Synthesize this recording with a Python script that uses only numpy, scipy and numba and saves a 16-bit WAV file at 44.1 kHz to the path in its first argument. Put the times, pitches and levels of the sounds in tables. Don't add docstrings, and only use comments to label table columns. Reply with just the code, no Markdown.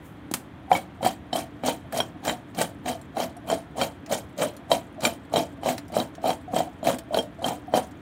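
import sys
import numpy as np
from scipy import signal
from scipy.fft import rfft, irfft, next_fast_len
from scipy.io import wavfile
from numba import njit

SR = 44100
rng = np.random.default_rng(int(sys.argv[2]) if len(sys.argv) > 2 else 0)


def decibels_to_gain(level_db):
    exponent = np.asarray(level_db, float) / 20
    return 10 ** exponent


def transcribe(signal):
    frames = np.atleast_2d(signal).T
    limited = np.clip(frames, -1, 1)
    pcm = np.round(limited * 32767).astype(np.int16)
    wavfile.write(sys.argv[1], SR, pcm)


N = 353241

# f/Hz, relative density/dB per Hz
FAN_SPECTRUM = [(30, -29), (74, 0.5), (240, -2.5), (295, 1), (400, -11), (1790, -19.5), (2900, -28.5),
                (3250, -25.5), (4870, -42.5), (16000, -52.5)]
# t/s, level/dB
RUSTLE_LEVEL = [(0.0, -78), (0.058, -56.5), (0.3, -100)]
# t/s, thud level/dB, crack level/dB
BOTTLE_HITS = [(.313, -15, -34), (0.3386, -43, -17)]
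# f/Hz, relative level/dB, nominal t60/s
COUNTER_MODES = [(185, -24, 0.092), (312, -4.5, 0.055), (760, -12, 0.02)]
# f/Hz, relative density/dB per Hz
CRACK_SPECTRUM = [(100, 0), (5770, -13), (7940, -7), (16000, -14.5)]
# first piece t/s, thickest t/s, hollow pitch f/Hz (used relative to mean), splash level/dB
TOSS_LANDINGS = [(0.708, 0.75, 732, -40.5), (1.029, 1.046, 714, -33.5), (1.337, 1.36, 685, -36),
                 (1.643, 1.675, 689, -33), (1.932, 1.973, 651, -36.5), (2.24, 2.282, 683, -37.5),
                 (2.57, 2.6, 676, -33.5), (2.857, 2.884, 666, -39.5), (3.163, 3.211, 676, -38),
                 (3.475, 3.516, 665, -38), (3.771, 3.818, 672, -36.5), (4.1, 4.125, 671, -34.5),
                 (4.387, 4.428, 599, -35), (4.704, 4.725, 690, -36), (5.019, 5.053, 653, -34),
                 (5.331, 5.381, 645, -36), (5.633, 5.692, 672, -38), (5.929, 5.982, 673, -38),
                 (6.236, 6.278, 675, -37.5), (6.527, 6.579, 690, -39), (6.845, 6.885, 647, -35.5),
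                 (7.127, 7.165, 637, -40.5), (7.423, 7.482, 690, -39), (7.733, 7.762, 692, -37.5)]
# t/s, hollow knock level/dB, steel ring level/dB
HEAVY_PIECES = [(0.7155, -5.5, -40.5), (0.729, -31, -32.5), (0.7512, -15.5, -54), (1.0289, -14.5, -40),
                (1.0623, -11.5, -41), (1.3293, -18.5, -33.5), (1.636, -21, -41), (1.6843, -12.5, -41),
                (1.9877, -25, -48), (2.0026, -14, -27.5), (2.2783, -20, -32), (2.2949, -23, -29),
                (2.6118, -12, -42), (2.859, -46, -42), (3.169, -22, -43), (3.2013, -24, -37.5),
                (3.4998, -20.5, -33.5), (3.5266, -15, -51), (3.8137, -39, -27), (3.8458, -23, -52),
                (4.4186, -25, -29), (4.7158, -8.5, -23.5), (5.034, -29, -34.5), (5.0509, -25.5, -19),
                (5.3381, -15, -33.5), (5.3592, -14.5, -30), (5.3681, -17.5, -38), (5.633, -25, -47.5),
                (5.6597, -18.5, -35), (5.967, -11.5, -54), (6.0006, -17.5, -38.5), (6.2412, -17, -61),
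                (6.2602, -17, -38), (6.2925, -18, -36), (6.3039, -15, -33.5), (6.535, -21.5, -57),
                (6.5634, -17, -32), (6.6045, -16, -41), (6.829, -26.5, -48), (6.848, -34, -40),
                (6.8711, -15.5, -52), (6.8954, -20, -39), (6.937, -23.5, -52), (7.1445, -20.5, -27),
                (7.1718, -13, -38), (7.187, -22, -37.5), (7.443, -24, -33.5), (7.7383, -10.5, -36.5),
                (7.7478, -16, -35.5), (7.775, -13, -32.5)]
# t/s, level/dB
WET_SLAPS = [(0.761, -31), (1.0705, -21), (1.924, -24), (2.25, -23.5), (2.5474, -31), (2.6148, -16),
             (3.014, -37), (3.3673, -39.5), (3.514, -25), (3.833, -27), (4.0618, -32.5), (4.1212, -26),
             (4.378, -32), (4.566, -35.5), (5.006, -26), (5.687, -21), (5.78, -25), (5.881, -43),
             (5.921, -43), (6.151, -36), (6.329, -29), (6.869, -22), (6.944, -29), (6.985, -26),
             (7.225, -39), (7.911, -47)]
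# t/s, level/dB
SOFT_SLIPS = [(.702, -24), (1.008, -24), (4.98, -28), (5.9, -30), (6.18, -35.5), (6.478, -27), (7.107, -29)]
# t/s, mode f/Hz, level/dB
EDGE_CLANKS = [(.7205, 2324, -24), (.7512, 2250, -21.5), (1.361, 3150, -21), (5.0524, 3167, -28)]
# nominal f/Hz, relative level/dB, nominal t60/s
HOLLOW_MODES = [(501, -6.5, 0.1), (581, 2.5, 0.038), (657.6, 5, 0.053), (705.8, 9, 0.037), (763, 8, 0.0071),
                (900, -12, 0.18), (1125, -6, 0.025)]
# nominal f/Hz, relative level/dB, nominal t60/s
GRIP_MODES = [(184, -9, 0.084), (257.5, -1.5, 0.059), (299.7, -6, 0.079)]
# nominal f/Hz, relative level/dB, nominal t60/s
STEEL_MODES = [(1488, -4, 0.027), (2379, 4.5, 0.019), (3150, 7.5, 0.043), (3947, 11.5, 0.0085),
               (4450, -5.5, 0.034), (5536, -6.5, 0.042), (7090, -7, 0.063)]
# f/Hz, relative density/dB per Hz
SPLASH_SPECTRUM = [(1500, 2), (5500, -6.5), (8900, -3.5), (11000, -11)]

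FAN_DB = -43.5
HUM_HZ, HUM_WIDTH_HZ, HUM_DB = 290.5, 22, -53.5
STRAY_DB, STRAY_GROWS_DB_PER_S = -75, 1.16
SLIDE_DB, SLIDE_GROWS_DB_PER_S = -48, 0.38
PING_DB, PING_FOLLOWS = -33.5, 0.43
TUMBLE_DB, TUMBLE_FOLLOWS = -22.5, 0.36
TUMBLE_GROWS_DB_PER_S = 0.5
GRIP_DB, GRIP_FOLLOWS = -23, 0.38
LOADED_RING = 0.4
ROOM_T60_S, ROOM_DB, WALL_CUT_HZ = 0.2, -17, 2550
CUTOFF_HZ = 16100


def rms_one(x):
    return x / np.sqrt(np.mean(x ** 2) + 1e-20)


def rms_one_gain(response):
    return response / np.sqrt(np.mean(np.abs(response) ** 2))


def colour(x, spectrum):
    size = next_fast_len(N + 8192)
    hz = np.maximum(np.arange(size // 2 + 1) * SR / size, 10)
    point_hz, point_db = np.transpose(spectrum)
    gain = decibels_to_gain(np.interp(np.log(hz), np.log(point_hz), point_db))
    cepstrum = irfft(np.log(gain), size)
    cepstrum[1:size // 2] *= 2
    cepstrum[size // 2 + 1:] = 0
    response = rms_one_gain(np.exp(rfft(cepstrum)))
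    return irfft(rfft(x, size) * response, size)[:N]


def spikes(times, sizes):
    out = np.full(N, 1e-18)
    np.add.at(out, (np.asarray(times) * SR).astype(int), sizes)
    return out


def fade(x, t60):
    return signal.lfilter([1], [1, -decibels_to_gain(-60 / (t60 * SR))], x)


@njit
def add_rings(out, at, size, turn, keep, swell):
    for i in range(len(at)):
        z, step, missing = size[i] + 0j, keep[i] * np.exp(1j * turn[i]), 1.0
        for n in range(at[i], min(len(out), at[i] + 6000)):
            z *= step
            missing *= swell
            out[n] += z.imag * (1 - missing)
            if z.real ** 2 + z.imag ** 2 < 1e-10:
                break
    return out


def strike(modes, times, level_db, spread_db, detune, contact_s, tuning=1, ring=1):
    hz, mode_db, t60_s = np.transpose(modes)
    draw = rng.standard_normal((len(times), 4, len(modes)))
    sign = np.sign(draw[:, 1] + 1.1)
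    size = decibels_to_gain(level_db[:, None] + mode_db + spread_db * draw[:, 0]) * sign
    turn = 2 * np.pi * hz * (np.reshape(tuning, (-1, 1)) + detune * draw[:, 2]) / SR
    ring_s = ring * t60_s * np.exp(0.68 * np.clip(draw[:, 3], -2, 1))
    keep = decibels_to_gain(-60 / (ring_s * SR))
    at = np.repeat((times * SR).astype(np.int64), len(modes))
    swell = np.exp(-1 / (contact_s * SR))
    return add_rings(np.zeros(N), at, size.ravel(), turn.ravel(), keep.ravel(), swell)


def toss_db(peak_db, edge_db, last_s, lead_s, tail_s):
    out, t = np.full(N, -120.), np.arange(N) / SR
    for (first, thickest, *_), top_db in zip(TOSS_LANDINGS, peak_db):
        thin = thickest + last_s
        corners = [first - lead_s, first, thickest, thin, thin + tail_s]
        out = np.maximum(out, top_db + np.interp(t, corners, [-60, edge_db, 0, edge_db, -60]))
    return out


def splash_db():
    peak_db = np.transpose(TOSS_LANDINGS)[3]
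    return toss_db(peak_db, edge_db=-12, last_s=0.045, lead_s=0.04, tail_s=0.15)


def tumble_db():
    s, _, _, wet_db = np.transpose(TOSS_LANDINGS)
    peak_db = TUMBLE_DB + TUMBLE_FOLLOWS * (wet_db - wet_db.mean())
    peak_db = peak_db + TUMBLE_GROWS_DB_PER_S * (s - s.mean())
    return toss_db(peak_db, edge_db=-8.5, last_s=0.027, lead_s=0.054, tail_s=0.18)


def load_tuning(times):
    thickest, hollow_hz = np.transpose(TOSS_LANDINGS)[1:3]
    nearest = np.abs(times[:, None] - thickest).argmin(axis=1)
    return hollow_hz[nearest] / hollow_hz.mean()


def small_pieces(level_db, per_s, size_db):
    at = np.flatnonzero((rng.random(N) < per_s / SR) & (level_db > -88))
    return at / SR, level_db[at] + size_db * np.minimum(rng.exponential(1, N)[at], 2.5)


def fan():
    return decibels_to_gain(FAN_DB) * rms_one(colour(rng.standard_normal(N), FAN_SPECTRUM))


def hum():
    b, a = signal.iirpeak(HUM_HZ, HUM_HZ / HUM_WIDTH_HZ, fs=SR)
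    once = signal.lfilter(b, a, rng.standard_normal(N))
    return decibels_to_gain(HUM_DB) * rms_one(signal.lfilter(b, a, once))


def wet():
    knock_s, _, ring_db = np.transpose(HEAVY_PIECES)
    slap_s, slap_db = np.transpose(WET_SLAPS)
    spray_s, spray_db = small_pieces(splash_db() - 2.5, per_s=1200, size_db=5)
    stray_level_db = STRAY_DB + STRAY_GROWS_DB_PER_S * np.arange(N) / SR
    stray_s, stray_db = small_pieces(stray_level_db, per_s=180, size_db=6.0)
    s = np.r_[knock_s, slap_s, spray_s, stray_s]
    level_db = np.r_[ring_db, slap_db, spray_db, stray_db]
    slap_bass_db = 0.5 * np.minimum(slap_db + 31, 0)
    bass_db = np.r_[4.0 + 0 * ring_db, slap_bass_db, -1.5 + 0 * spray_db, -3.0 + 0 * stray_db]
    heavy = np.arange(len(s)) < len(knock_s) + len(slap_s)
    edges_hz = 60 * np.arange(2, 18) ** 2
    uneven = rng.random((len(s), len(edges_hz)))
    out = 0
    for k, (low, high) in enumerate(zip(edges_hz, edges_hz[1:])):
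        tilt_db = bass_db * np.clip(np.log2(6500 / low), -0.4, 2.5)
        sounds = heavy | (uneven[:, k] < 0.22)
        puffs = spikes(s, decibels_to_gain(level_db + tilt_db - 20.0 * uneven[:, k]) * sounds)
        noise = fade(puffs, t60=0.043) * rng.standard_normal(N)
        band = signal.butter(2, [low, high], "band", fs=SR, output="sos")
        out = out + signal.sosfilt(band, noise)
    return colour(out, SPLASH_SPECTRUM)


def rustle():
    s, level_db = np.transpose(RUSTLE_LEVEL)
    treble = signal.butter(4, 6500, "high", fs=SR, output="sos")
    hiss = rms_one(signal.sosfilt(treble, rng.standard_normal(N)))
    return hiss * decibels_to_gain(np.interp(np.arange(N) / SR, s, level_db, right=-120))


def bottle():
    s, thud_db, crack_db = np.transpose(BOTTLE_HITS)
    hits = spikes(s, decibels_to_gain(crack_db))
    decay = fade(hits, t60=0.032) + decibels_to_gain(-15.0) * fade(hits, t60=0.18)
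    crack = colour(decay * rng.standard_normal(N), CRACK_SPECTRUM)
    return strike(COUNTER_MODES, s, thud_db, spread_db=2.0, detune=0.012, contact_s=0.0002) + crack


def slide():
    peak_db = SLIDE_DB + SLIDE_GROWS_DB_PER_S * np.transpose(TOSS_LANDINGS)[0]
    stream_db = toss_db(peak_db, edge_db=-11.5, last_s=0.032, lead_s=0.65, tail_s=0.73)
    small_s, small_db = small_pieces(stream_db, per_s=110, size_db=6.0)
    slip_s, slip_db = np.transpose(SOFT_SLIPS)
    s, level_db = np.r_[slip_s, small_s], np.r_[slip_db, small_db]
    slips = strike(HOLLOW_MODES[2:4], s, level_db, spread_db=8.5, detune=0.007, contact_s=0.015,
                   tuning=load_tuning(s))
    s, slap_db = np.transpose(WET_SLAPS)
    ping_db = PING_DB + PING_FOLLOWS * slap_db
    return slips + strike(STEEL_MODES[4:], s, ping_db, spread_db=0.5, detune=0.049, contact_s=0.0001)


def bowl():
    s, knock_db, ring_db = np.transpose(HEAVY_PIECES)
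    out = strike(HOLLOW_MODES, s, knock_db, spread_db=1.0, detune=0.028, contact_s=0.0016,
                 tuning=load_tuning(s), ring=LOADED_RING)
    rock_db = GRIP_DB + GRIP_FOLLOWS * knock_db
    out += strike(GRIP_MODES, s, rock_db, spread_db=5.5, detune=0.023, contact_s=0.00031)
    out += strike(STEEL_MODES, s, ring_db, spread_db=5.0, detune=0.013, contact_s=0.00063)
    s, level_db = small_pieces(tumble_db(), per_s=350, size_db=3.0)
    out += strike(HOLLOW_MODES, s, level_db - 15.5, spread_db=5.5, detune=0.044, contact_s=0.00059,
                  tuning=load_tuning(s), ring=0.75)
    out += strike(GRIP_MODES, s, level_db - 13.0, spread_db=4.0, detune=0.081, contact_s=0.00043)
    s, level_db = small_pieces(splash_db(), per_s=500, size_db=1.5)
    return out + strike(STEEL_MODES, s, level_db - 13.0, spread_db=4.5, detune=0.0277, contact_s=0.000083)


def clanks():
    out = np.zeros(N)
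    for s, hz, level_db in EDGE_CLANKS:
        mode = [(hz, level_db, 0.06)]
        out += strike(mode, np.array([s]), np.zeros(1), spread_db=7, detune=0, contact_s=0.0006)
    return out


def kitchen(x):
    size = next_fast_len(N + SR)
    w = 2 * np.pi * np.arange(size // 2 + 1) / size
    dull = 1 / (1 + 1j * w * SR / (2 * np.pi * WALL_CUT_HZ))
    out = 0
    for k, lag in enumerate(np.geomspace(0.009, 0.034, 10) * SR):
        loop = decibels_to_gain(-60 * lag / SR / ROOM_T60_S) * dull * np.exp(-1j * w * round(lag))
        out = out + (-1) ** k * loop / (1 - loop)
    return irfft(rfft(x, size) * out, size)[:N]


def scene():
    near = wet() + rustle() + bottle() + slide() + bowl() + clanks()
    near = signal.sosfilt(signal.butter(4, 110, "high", fs=SR, output="sos"), near)
    return (near + decibels_to_gain(ROOM_DB) * kitchen(near) + fan() + hum())[None]


def roll_off(x):
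    return signal.sosfilt(signal.butter(12, 16820, fs=SR, output="sos"), x)


def record(dry):
    rounded = 0.56 * np.tanh(dry / 0.56)
    low_pass = signal.cheby2(12, 35, CUTOFF_HZ, fs=SR, output="sos")
    mix = signal.sosfilt(low_pass, rounded)
    return roll_off(mix)


dry = scene()
out = record(dry)
transcribe(out)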